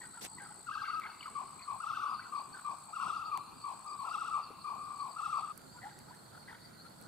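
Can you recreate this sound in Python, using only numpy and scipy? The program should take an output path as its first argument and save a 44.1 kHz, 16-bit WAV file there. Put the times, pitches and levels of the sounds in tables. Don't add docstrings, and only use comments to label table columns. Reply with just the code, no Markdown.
import sys
import numpy as np
from scipy import signal
from scipy.fft import next_fast_len
from scipy.io import wavfile
from scipy.ndimage import uniform_filter1d

SR = 44100
rng = np.random.default_rng(int(sys.argv[2]) if len(sys.argv) > 2 else 0)


def convert_level_to_amplitude(level_db):
    exponent = np.asarray(level_db, float) / 20
    return 10 ** exponent


def store_wav(level_fs):
    pcm = np.round(np.clip(np.atleast_2d(level_fs), -1, 1) * 32767)
    wavfile.write(sys.argv[1], SR, pcm.T.astype(np.int16))


N = 311787
SCENE_CHANGE_S = 5.521

# start [t/s], tiredness [0-1]
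WARBLES = [
    (.666, 0.02),
    (1.798, 0.4),
    (2.927, 0.71),
    (4.045, .6),
    (5.158, 0.97),
]
ARCH_TOPS = [
    [.670, .733, .796, .862, .921, .971],
    [1.822, 1.886, 1.953, 2.018, 2.078, 2.13],
    [2.951, 3.014, 3.085, 3.15, 3.211, 3.269],
    [4.065, 4.131, 4.201, 4.268, 4.328, 4.381],
    [5.182, 5.246, 5.313, 5.38, 5.438, 5.499],
]
ARCH_HZ = [
    [1422, 1610, 1620, 1580, 1450, 1284],
    [1450, 1400, 1545, 1470, 1500, 1265],
    [1420, 1470, 1450, 1400, 1375, 1300],
    [1400, 1440, 1420, 1435, 1345, 1280],
    [1400, 1395, 1375, 1330, 1290, 1265],
]
ARCH_DB = [
    [-0.15, -1.5, -1.1, -1, 0.95, -1.4],
    [0.39, -0.24, -1.1, 0.85, 0.58, -1.4],
    [0.23, 0.12, 1.7, 2.3, .5, 0.61],
    [-1.9, 0.4, -1.3, 1, 0.59, 0.2],
    [0.9, 2.1, -1, 0.91, 0.95, 1],
]
# [f/Hz], [level/dB]
WARBLE_SAC = [(800, -24), (1080, -7.5), (1300, -10.5), (1600, -8), (2300, -30), (2750, -31), (3100, -23),
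              (3600, -25.5), (4200, -36), (5200, -32.5), (6000, -41), (7000, -53)]
# [f/Hz], width [f/Hz], [level/dB]
WARBLE_RING = [(1262.4, 186, 9.1), (2698, 270, 12.8)]
# [f/Hz], width [f/Hz], [level/dB]
SAC_HISS = [(3600, 1100, -31), (5200, 500, -37), (5920, 270, -39)]
# first top [t/s], effort [level/dB], top [f/Hz], length of an arch [t/s], arches [count]
CROAKS = [(1.359, -41.5, 1170, .0235, 4.2), (1.684, -41, 1170, 0.022, 4.6), (2.020, -42.5, 1190, .023, 6.5),
          (2.331, -41, 1220, 0.027, 4.2), (2.656, -41.5, 1210, .0235, 4.6), (2.995, -41.5, 1170, .024, 5),
          (3.323, -38.5, 1210, 0.023, 3.6), (3.645, -41.5, 1180, 0.021, 5.6),
          (3.998, -42.5, 1130, 0.027, 4.6), (4.332, -39, 1220, 0.019, 4.6), (4.652, -42, 1220, 0.031, 4.6),
          (5.002, -43, 1160, 0.023, 5.5), (5.331, -38.5, 1240, 0.022, 4.4), (3.866, -47.5, 1250, 0.02, 5.9),
          (4.771, -48.5, 1230, 0.024, 11), (2.892, -48.5, 915, .024, 1.6), (1.3, -40, 1900, 0.017, 0.68)]
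CROAK_DEPTHS = [0.17, .8, 0.795, 0.94, 0.93, 0.797, 0.13, 0.97, 0.808, 0.23, 1.0, .25, 0.452, 0.766, 0.772,
                0.85, 0.57]
# [f/Hz], [level/dB]
CROAK_SAC = [(650, -8.5), (850, -4), (1050, -1.5), (1200, -5), (1500, -25.5), (2000, -32), (2400, -30.5),
             (2800, -24), (3600, -31.5), (5000, -38)]
# [f/Hz], width [f/Hz], [level/dB]
CROAK_RING = [(1189, 230, 3.1), (2410, 266, 13.2)]
# start [t/s], length [t/s], [level/dB], start of upper band [f/Hz], lower band [f/Hz]
QUACKS = [(.001, 0.075, -49, 1963, 910), (0.139, 0.071, -52, 1463, 898), (0.366, 0.12, -52, 2000, 860),
          (0.48, 0.049, -57, 1276, 836), (1.035, 0.098, -49, 1480, 854), (2.187, 0.068, -57, 1400, 1100),
          (2.534, 0.095, -50, 1460, 994), (5.721, 0.12, -64, 1290, 973), (5.81, 0.11, -50, 1930, 880),
          (6.069, 0.071, -56, 1343, 930), (6.316, 0.085, -53, 1340, 830), (6.468, 0.11, -48.5, 1970, 910),
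          (6.838, 0.044, -61, 1320, 990), (7.025, 0.049, -62, 1150, 796)]
# start [t/s], length [t/s], [level/dB], start of gliding band [f/Hz], other band [f/Hz]
HIGH_QUACKS = [
    (0.819, 0.12, -56.5, 2200, 5900),
    (1.195, 0.068, -52.5, 3000, 6000),
    (1.582, 0.068, -58, 2400, 1900),
    (1.003, 0.075, -50.5, 2200, 1100),
]
# start [t/s], length [t/s], [level/dB], from [f/Hz], to [f/Hz]
FROG_NOTES = [(.001, .045, -54.5, 1056, 810), (.005, 0.058, -54.5, 1900, 1830),
              (.025, 0.059, -55, 1517, 1396), (0.13, 0.027, -56, 1200, 1550),
              (0.173, 0.037, -51, 1400, 1300), (0.153, 0.036, -57, 1004, 900),
              (0.368, 0.049, -52, 2010, 1843), (0.396, 0.029, -49, 1565, 1550),
              (0.416, 0.033, -52, 1600, 1450), (0.451, 0.026, -50, 1400, 1140),
              (0.373, 0.023, -52, 990, 945), (.395, 0.062, -52, 845, 770), (.485, 0.021, -53, 1180, 1400),
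              (0.514, 0.024, -53, 1520, 1295), (.495, 0.033, -52.5, 804, 835),
              (1.043, 0.025, -47, 1580, 1280), (1.067, 0.017, -42, 1637, 1250),
              (1.04, .03, -52.5, 886, 806), (1.071, .04, -54, 962, 800), (1.253, 0.023, -39.5, 1216, 1330),
              (1.271, 0.023, -43, 1210, 950), (2.186, .025, -44, 1250, 1640), (2.2, 0.017, -59, 1450, 1150),
              (2.241, 0.038, -47.5, 1400, 1386), (2.199, .06, -59, 1957, 1950),
              (2.218, 0.016, -57, 2250, 2240), (2.535, 0.029, -48, 1520, 1450),
              (2.583, 0.024, -51, 1306, 1150),
              (3.3, 0.02, -59, 1200, 1500), (5.765, 0.038, -54, 1450, 1300), (5.74, 0.043, -55, 950, 970),
               (5.81, 0.043, -51.5, 2010, 1800), (9.5, .018, -57, 1400, 1590), (4.9, .04, -57.5, 1300, 1450),
               (5.82, 0.082, -47, 710, 880), (9.4, .022, -58, 1100, 1100), (6.12, .035, -57.5, 1400, 1800),
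               (6.092, 0.039, -52, 940, 990), (6.318, 0.028, -71, 1300, 1400), (8.8, .03, -49, 1200, 1500),
               (6.475, 0.042, -50, 2010, 1800), (6.475, 0.021, -50, 1610, 1590),
               (6.5, 0.032, -63, 1200, 1200), (5.9, .03, -55, 1700, 1400), (6.48, 0.066, -55, 780, 990),
               (6.845, 0.037, -54.5, 1300, 1380), (7.025, 0.045, -59, 1250, 1500)]
# start [t/s], end [t/s], [level/dB], first wing tone [f/Hz], fade over the series [level/dB]
CRICKET = [
    (-.15, 0.703, -53, 7950, 4.5),
    (1.124, 1.905, -58.5, 7810, 1),
    (2.221, 3.155, -59.5, 7800, -0.2),
    (3.517, 4.41, -59, 7850, 1.1),
    (4.701, 5.536, -60.5, 7800, 0.2),
    (5.556, 6.297, -61.5, 7420, 9.5),
    (6.898, 7.3, -60, 7930, 1),
    (5.618, 6.45, -63, 7950, 7),
]
STROKE_PHASE = [.27, .92, .53, .5, .67, .2, .4, .7]
# start [t/s], length [t/s], [level/dB], [f/Hz]
PEEPERS = [(0.33, 0.033, -62, 4450), (0.731, 0.047, -58, 4470), (0.802, 0.17, -53, 4490),
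           (1.187, 0.11, -56.5, 4500), (1.623, 0.025, -57, 4300), (2.115, 0.18, -55, 4480),
           (2.355, 0.075, -57, 4500), (2.523, 0.037, -60.5, 4570), (3.024, 0.047, -61, 4530),
           (3.264, 0.032, -56.5, 4540), (3.341, 0.059, -60.5, 4390), (3.604, 0.053, -57.5, 4470),
           (3.894, 0.028, -56, 4670), (3.98, 0.041, -60, 4390), (4.091, 0.032, -59, 4640),
           (4.423, 0.035, -55, 4470), (4.977, 0.058, -57, 4460), (5.105, 0.041, -59.5, 4590),
           (5.354, 0.1, -58.5, 4470), (6.644, 0.03, -59, 4570)]
# start [t/s], length [t/s], [level/dB], [f/Hz]
LONE_PEEPS = [(.03, .04, -66.5, 4630), (1.095, 0.034, -58.5, 4460), (4.608, .032, -60, 4390),
              (5.72, .04, -61.5, 4620), (6.411, .03, -62, 4420), (6.788, 0.032, -59.5, 4320),
              (6.847, .03, -61, 4210), (3.165, .03, -63, 4730), (3.23, .03, -73, 4630),
              (3.395, .035, -62, 4190), (3.464, 0.029, -63.5, 4310), (3.52, .03, -69, 4540),
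              (2.09, 0.032, -60, 4760)]
# [t/s], peak [level/dB], crack [f/Hz], low part [level/dB], left over right [level/dB]
SNAPS = [(0.2484, -34.5, 8090, -38, 0), (0.997, -44.5, 8600, -48, 3.5), (3.3735, -39.5, 8750, -40, 6),
         (5.5569, -56, 10680, -70, -1.0), (5.5755, -36.5, 10700, -58, -5), (5.6164, -51.5, 8000, -57, -1.0),
         (5.8346, -60, 9000, -70, -2), (7.0235, -50, 8200, -68, -2), (5.8541, -55, 8160, -66.5, -5),
         (5.9883, -45.5, 9600, -58, -1.0), (6.1479, -51, 9100, -63, -3.5), (6.3944, -60, 8730, -69, -7),
         (6.8987, -56, 11000, -67, -1.0), (7.012, -49, 11400, -59, -1.5)]
# [t/s], [level/dB], [f/Hz], time to fall 60 dB [t/s]
KNOCK = (4.504, -48, 370, .05)
# start, attack, hold, release [t/s]
RUSTLE = (0.207, 0.014, 0.044, 0.016)
# [f/Hz], density [level/dB]
RUSTLE_COLOUR = [(120, -16), (300, 4.5), (1300, -3.5), (4500, -3.5), (9000, -6), (13000, -9), (15500, -30),
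                 (15900, -50)]
# [f/Hz], density [level/dB]
FIRE_COLOUR = [(15, -49), (25, -32), (145, 2), (451, -9.5), (936, -9), (1160, -12.5), (1440, -8.5),
               (1740, -18.5), (2760, -28.5), (4490, -16), (5570, -28), (7920, -21), (11900, -25.5),
               (15400, -31.5), (16000, -50)]
# [f/Hz], density [level/dB]
POND_COLOUR = [(25, -25), (50, -19.5), (150, -3.5), (340, -8.5), (600, -16.5), (850, -7.5), (1400, -11),
               (1750, -24.5), (3250, -26.5), (4450, -15), (5700, -31.5), (8100, -17), (10500, -27.5),
               (15550, -31.5), (15900, -62)]
# [f/Hz], correlation [-1 to 1]
SAME = [(30, 0.28), (130, 0.86), (300, 0.02), (1000, 0.061), (3000, 0.025), (12000, 0.033)]
# [t/s], [level/dB]
CHORUS = [
    (.66, -84),
    (.9, -61),
    (1.6, -57),
    (2.8, -60),
    (3.5, -61.5),
    (4.5, -60.5),
    (5.53, -55),
]
# [f/Hz], width [f/Hz], [level/dB]
DRONE = (8770, 590, -72)
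# [f/Hz], [level/dB]
HUM = (50, -84)
# [f/Hz], time to fall 60 dB [t/s]
WOODS = [(500, 2.7), (1200, 0.67), (2500, 2.1), (5000, 0.76), (9000, 0.055)]


def evened(x):
    return x / np.sqrt(np.mean(x ** 2) + 1e-20)


def drifting(n, size):
    return evened(uniform_filter1d(rng.standard_normal(n), size=size))


def read(points, hz):
    f, value = np.transpose(points)
    return np.interp(np.log(hz + 1), np.log(f + 1), value)


def sine(hz):
    return np.sin(2 * np.pi * np.cumsum(hz) / SR)


def resonate(x, hz, width):
    turn = np.exp(2j * np.pi * np.cumsum(hz * np.ones(len(x))) / SR)
    r = np.exp(-np.pi * width / SR)
    return 2 * (turn * signal.lfilter([1 - r], [1, -r], x / turn + 1e-18)).real


def ring(x, hz, width, width2=None):
    return resonate(resonate(x, hz, width), hz, width2 or width)


def add(mix, s, sound):
    part = mix[max(round(s * SR), 0):][:len(sound)]
    part += sound[:len(part)]


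def placed(x, left_db, lag=2):
    return np.array([convert_level_to_amplitude(left_db / 2) * x, convert_level_to_amplitude(-left_db / 2) * np.roll(x, lag)])


def turned(x, left_db):
    late = (signal.hilbert(x, next_fast_len(N))[:N] * np.exp(-1j)).real
    return np.array([convert_level_to_amplitude(left_db / 2) * x, convert_level_to_amplitude(-left_db / 2) * late])


def noise(colour, patchy_db, size=1024):
    hz = np.fft.rfftfreq(size, 1 / SR)
    a, b, c, d, patches = rng.standard_normal((4 * N // size + 5, len(hz), 5)).T
    patches = uniform_filter1d(patches, size=12, axis=0)
    patches = evened(uniform_filter1d(patches, size=12, axis=1))
    same = np.clip(read(SAME, hz), -1, 1)[:, None]
    left = a + 1j * b
    z = np.array([left, same * left + np.sqrt(1 - same ** 2) * (c + 1j * d)])
    z = z * convert_level_to_amplitude(read(colour, hz)[:, None] + patchy_db * patches)
    return evened(signal.istft(z, nperseg=size, noverlap=3 * size // 4)[1][:, :N])


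def whistle(hz, under, sac, sac_ring, wobble, hoarse):
    n = len(hz)
    hz = hz * (1 + wobble * drifting(n, 160))
    flutter = drifting(n, 160)
    rasp = evened(flutter + 1.24 * drifting(n, 40))
    turns = 2 * np.pi * (np.cumsum(hz) / SR + rng.random())
    overtones = sum(convert_level_to_amplitude(read(sac, k * hz)) * np.sin(k * turns) for k in range(2, 6))
    tone = convert_level_to_amplitude(read(sac, hz)) * np.sin(turns) + overtones * (1 - hoarse + hoarse * rasp)
    rung = sum(convert_level_to_amplitude(db) * ring(tone, f, width) for f, width, db in sac_ring)
    return tone + rung + under * (1 + 0.47 * flutter) * np.sin(.76 * turns)


def warble(start, tired, s, top_hz, extra_db):
    arches, dip_hz = len(s), 1074
    spent = np.linspace(0, 1, arches)
    breath = np.sin(np.pi * np.arange(1, arches + 1) / arches)
    breath[0] *= 1 - 0.619 * (1 - tired) ** 1.49

    rise_hz = top_hz[-1] - 25 - 140 * tired - dip_hz
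    swing_hz = np.array(top_hz) - dip_hz - rise_hz * spent ** 3.165
    soft_start_db = 5.5 * (0.52 + 0.92 * tired) * (1 - spent) ** 8
    fade_db = (3.5 + 10.5 * tired) * spent ** (2.8 - 1.6 * tired)
    effort_db = np.array(extra_db) - 31 + 0.41 * tired - soft_start_db - fade_db

    t = np.arange(start, s[-1] + .031 * (1 + .6 * tired), 1 / SR)
    arch = np.interp(t, [s[0] - .064, *s, s[-1] + 0.0643], np.arange(arches + 2))
    dip = abs(np.sin(np.pi * arch))
    flat_top = 3.3 - 1.2 * tired ** .5
    hz = np.interp(t, s, top_hz) - np.interp(t, s, swing_hz) * dip ** flat_top

    push_db = 2 * tired ** .5 * np.sin(2 * np.pi * arch)
    gulp_db = dip ** 6 * (arch < arches - .9)
    level = convert_level_to_amplitude(np.interp(t, s, effort_db) + push_db - gulp_db) * signal.windows.tukey(len(t), .03)

    air = rng.standard_normal(len(t))
    hiss = sum(convert_level_to_amplitude(db) * evened(ring(air, f, width)) for f, width, db in SAC_HISS)
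    hiss = hiss * np.interp(t, s, breath) * min(0.6 + 2 * tired, 1)
    under = convert_level_to_amplitude(-21 + 6 * tired) * dip ** 6
    return t[0], level * (hiss + whistle(hz, under, WARBLE_SAC, WARBLE_RING, wobble=.006, hoarse=.6))


def croak(s, effort_db, top_hz, arch_s, arches, depth):
    sink = .19 if arches < 5.8 else .08
    arch = np.arange(-.5, arches - .5, 1 / (SR * arch_s))
    tiring = np.clip(arch / arches, 0, 1)
    dip = abs(np.sin(np.pi * arch))
    dip = dip * np.clip(depth + (1 - depth) * 2.23 * tiring, 0, 1) ** 0.302

    soft_start_db = 2.4 * np.exp(-((arch + .3) / 0.21) ** 2)
    swell_db = 4 - 100 * sink * (tiring - .3) ** 2
    level_db = effort_db - soft_start_db + swell_db - 15 * sink * dip ** 8
    hz = top_hz * (1 - sink * tiring ** 1.5) - 90 * dip ** 2 - sink * (500 + 1100 * tiring) * dip ** 7

    voice = whistle(hz, convert_level_to_amplitude(-17) * (.3 + tiring), CROAK_SAC, CROAK_RING, wobble=.015, hoarse=.7)
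    return s - arch_s / 2, convert_level_to_amplitude(level_db) * signal.windows.tukey(len(arch), .14) * voice


def quack(s, length, db, from_hz, low_hz, to_hz, clear):
    t = np.arange(0, length, 1 / SR)
    u = t / length
    air = rng.standard_normal(len(t))
    puff = np.sin(np.pi * 41 * t) ** 2
    arch = 1 - .09 * (1 - puff) ** 1.484
    step = 1 + np.exp((u - .36) / 0.072)
    glide = arch * (1.1 * to_hz - 130 * u + (from_hz - 1.07 * to_hz) / step)

    upper = evened(ring_pair(air, glide, 220, glide, 250)) + clear * 1.4 * sine(glide)
    held = evened(ring_pair(air, from_hz * arch, 230, from_hz * arch, 300))
    upper = upper + 0.94 * held * (1 - 0.29 * u)
    lower = evened(ring_pair(air, low_hz, 210, low_hz, 260))
    low_turns = low_hz * np.cumsum(arch * (1.12 - 0.173 * u)) / SR
    lower = lower + clear * 2.0 * np.sin(2 * np.pi * low_turns)
    haze = evened(ring_pair(air, 3140, 1200, 3260, 1300))

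    voice = upper + 0.71 * min(1, 1300 / low_hz) ** 2.6 * lower + 0.32 * haze
    return s, convert_level_to_amplitude(db - 9 + 4.5 * clear) * (.35 + puff) * voice * signal.windows.tukey(len(t), .6)


def ring_pair(x, hz, width, hz2, width2):
    return resonate(resonate(x, hz, width), hz2, width2)


def note(s, length, db, from_hz, to_hz):
    u = np.linspace(0, 1, round(length * SR))
    bow = np.sin(np.pi * u)
    wander, flutter = drifting(4000, 200)[:len(u)], drifting(4000, 200)[:len(u)]
    hz = (from_hz + (to_hz - from_hz) * u) * (1 + 0.025 * bow + 0.016 * wander)
    return s, convert_level_to_amplitude(db) * bow * (1 + 0.57 * flutter) * sine(hz)


def cricket(start, end, db, first_hz, fade_db, phase, strokes_per_s=57.6):
    t = np.arange(max(start, 0), min(end, N / SR), 1 / SR)
    age = t - start
    spent = age / (end - start)
    swell_db, stop_db = 13.5 * np.exp(-age / 0.07), 20 * np.exp((t - end) / 0.015)
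    level_db = db - swell_db - fade_db * spent - stop_db

    u = (t * strokes_per_s - phase + .5) % 1 - .5
    stroke = np.exp(-(u / 0.28) ** 2) + 0.45 * np.exp(-((u - .36) / 0.053) ** 2)
    warm_hz = 1600 * age / (1 + (fade_db / 6.1) ** 2)
    wing_hz = np.minimum(first_hz + warm_hz, 8028) + 37.7 * drifting(len(t), 900)
    hz = wing_hz + 80 - 1600 * np.clip(u + .05, 0, .45) ** 1.6
    rasp = 1 + 0.36 * drifting(len(t), 50)
    return t[0], convert_level_to_amplitude(level_db) * evened(stroke * rasp * sine(hz))


def peepers(count=1400, spread_db=2.2, spread_hz=600):
    clock = np.arange(0, N + 64, 64) / SR
    out = np.zeros((2, N))
    crowd = convert_level_to_amplitude(np.where(clock < SCENE_CHANGE_S, -67, -67.5)) ** 2
    power, pull = crowd, crowd * 4480
    for s, length, db, hz in PEEPERS + LONE_PEEPS:
        outside = np.maximum(abs(clock - s - length / 2) - length / 4, 0)
        swell = convert_level_to_amplitude(db - 3.5) ** 2 * np.exp(-(outside / 0.029) ** 2)
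        power, pull = power + swell, pull + swell * hz
    centre_hz = pull / power

    for when, pitch, length, size, side in rng.random((count, 5)):
        s = when * N / SR
        t = np.arange(0, 0.0082 + 0.027 * length, 1 / SR)
        start_hz = np.interp(s, clock, centre_hz) + spread_hz * (pitch - .4)
        peep = np.sin(2 * np.pi * (start_hz * t - 3000 * t ** 2)) * np.hanning(len(t))
        peep = peep * convert_level_to_amplitude(-spread_db * np.log(size))
        add(out[0], s, peep * side ** .5)
        add(out[1], s, peep * (1 - side) ** .5)
    steady = out / np.sqrt(uniform_filter1d((out ** 2).mean(0), size=5000) + 0.18)
    steady = steady * np.interp(np.arange(N) / SR, clock, np.sqrt(power))

    lead_s, fall_hz = 0.047, 470
    t = np.arange(0, lead_s, 1 / SR)
    for s, length, db, hz in PEEPERS + LONE_PEEPS:
        turns = (hz + fall_hz / 2) * t - fall_hz * t ** 2 / lead_s / 2
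        lead = convert_level_to_amplitude(db + 0.5) * np.sin(2 * np.pi * turns) * np.hanning(len(t))
        add(steady.T, s + length / 2 - lead_s / 2, placed(lead, 9.5).T)
    return steady


def fire_roar():
    return convert_level_to_amplitude(-56) * noise(FIRE_COLOUR, patchy_db=1.24) * convert_level_to_amplitude([[-1], [1]])


def embers(per_s=45, db=-58, spread_db=3.0):
    size = convert_level_to_amplitude(spread_db * np.minimum(rng.exponential(1, N), 3)) * (rng.random(N) < per_s / SR)
    ticks = 6 * ring_pair(size, 2050, 1300, 2200, 1300) + .8 * resonate(size, 10530, 5000)
    return convert_level_to_amplitude(db) * placed(ticks, -2, lag=-1)


def snaps():
    out, t = np.zeros((2, N)), np.arange(400) / SR
    for s, db, hz, low_db, left_db in SNAPS:
        burst = rng.standard_normal(len(t))
        bright = resonate(ring(burst, hz, 4300, 4900), 0.67 * hz, 9100)
        bright = evened(bright) * convert_level_to_amplitude(db - 1.0 - 60 * t / 0.0077)
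        dull = evened(resonate(burst, 1650, 2200)) * convert_level_to_amplitude(low_db - 60 * t / 0.0069)
        add(out.T, s + 0.001195, placed(bright + dull, left_db, lag=0).T)
    return out


def knock():
    out = np.zeros((2, N))
    s, db, hz, t60 = KNOCK
    t = np.arange(0, .1, 1 / SR)
    body = evened(ring(rng.standard_normal(len(t)), hz, 350, 450))
    add(out.T, s, placed(convert_level_to_amplitude(db - 60 * t / t60) * body, 3.9).T)
    return out


def rustle():
    s, attack, hold, release = RUSTLE
    age = np.arange(N) / SR - s
    fall = np.exp(-3 * np.maximum(age - attack - hold, 0) / release)
    shape = np.clip(age / attack, 0, 1) * fall
    grain = 1 + 1.1 * (rng.random(N) < .01)
    return noise(RUSTLE_COLOUR, patchy_db=2.5, size=256) * grain * shape * convert_level_to_amplitude(-46)


def chorus(hz=1140, width=220, throb_per_s=42):
    t = np.arange(N) / SR
    s, db = np.transpose(CHORUS)
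    throb = 1 + .5 * np.sin(2 * np.pi * throb_per_s * t + 2.94 * drifting(N, 4000))
    return convert_level_to_amplitude(np.interp(t, s, db)) * throb * evened(ring(rng.standard_normal(N), hz, width))


def woods(x):
    taps = np.zeros((2, 2 * SR))
    at = np.arange(500, 2 * SR - 20, 20) + rng.integers(0, 20, (2, (2 * SR - 501) // 20))
    np.put_along_axis(taps, at, rng.choice([-1., 1.], at.shape), 1)
    hz, t, z = signal.stft(taps, SR, nperseg=256)
    tail = signal.istft(z * convert_level_to_amplitude(-60 * t / read(WOODS, hz)[:, None]), SR, nperseg=256)[1]
    tail = tail + .5 * tail[::-1]
    return signal.fftconvolve(x[None], tail / np.linalg.norm(tail[0]), axes=1)[:, :N]


def pond_air():
    return convert_level_to_amplitude(-57.5) * noise(POND_COLOUR, patchy_db=2.5)


def drone():
    hz, width, db = DRONE
    hum_hz, hum_db = HUM
    hiss = np.array([evened(ring(air, hz, width)) for air in rng.standard_normal((2, N))])
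    hum = convert_level_to_amplitude(hum_db) * np.sin(2 * np.pi * hum_hz * np.arange(N) / SR)
    return convert_level_to_amplitude(db + 3.2 * drifting(N, 3000)) * hiss + hum


def scene():
    warbler, croaker, far, wings = np.zeros((4, N))
    for row, *arches in zip(WARBLES, ARCH_TOPS, ARCH_HZ, ARCH_DB):
        add(warbler, *warble(*row, *arches))
    for row, depth in zip(CROAKS, CROAK_DEPTHS):
        add(croaker, *croak(*row, depth))
    for row in QUACKS:
        add(far, *quack(*row, to_hz=1384, clear=0))
    for row in HIGH_QUACKS:
        add(far, *quack(*row, to_hz=2060, clear=1))
    for row in FROG_NOTES:
        add(far, *note(*row))
    for row, phase in zip(CRICKET, STROKE_PHASE):
        add(wings, *cricket(*row, phase))

    by_fire = np.clip((np.arange(N) / SR - SCENE_CHANGE_S) / 0.0052, 0, 1)
    near = turned(warbler, 5.9) + turned(croaker, 7.0) + turned(chorus(), 5.9)
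    near = near + woods(warbler + croaker) * convert_level_to_amplitude([[-10], [-13.5]])
    pond = near + pond_air()
    fire = fire_roar() + embers()
    calls = turned(far, 2.5) + convert_level_to_amplitude(-16) * woods(far)
    insects = placed(wings, 5.3, lag=1) * (1 - 0.57 * by_fire) + convert_level_to_amplitude(-3.0) * woods(wings)
    insects = insects + peepers() + drone()
    return pond * (1 - by_fire) + fire * by_fire + insects + calls + snaps() + knock() + rustle()


def low_pass(x):
    return signal.sosfilt(signal.butter(12, 16520, fs=SR, output="sos"), x)


def record(dry):
    def limited(edge_hz):
        lowpass = signal.firwin(511, edge_hz, window=("kaiser", 9), fs=SR)
        return signal.oaconvolve(dry, lowpass[None], "same")

    mix = np.where(np.arange(N) < SCENE_CHANGE_S * SR, limited(15750), limited(16500))
    return low_pass(mix)


dry = scene()
out = record(dry)
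store_wav(out)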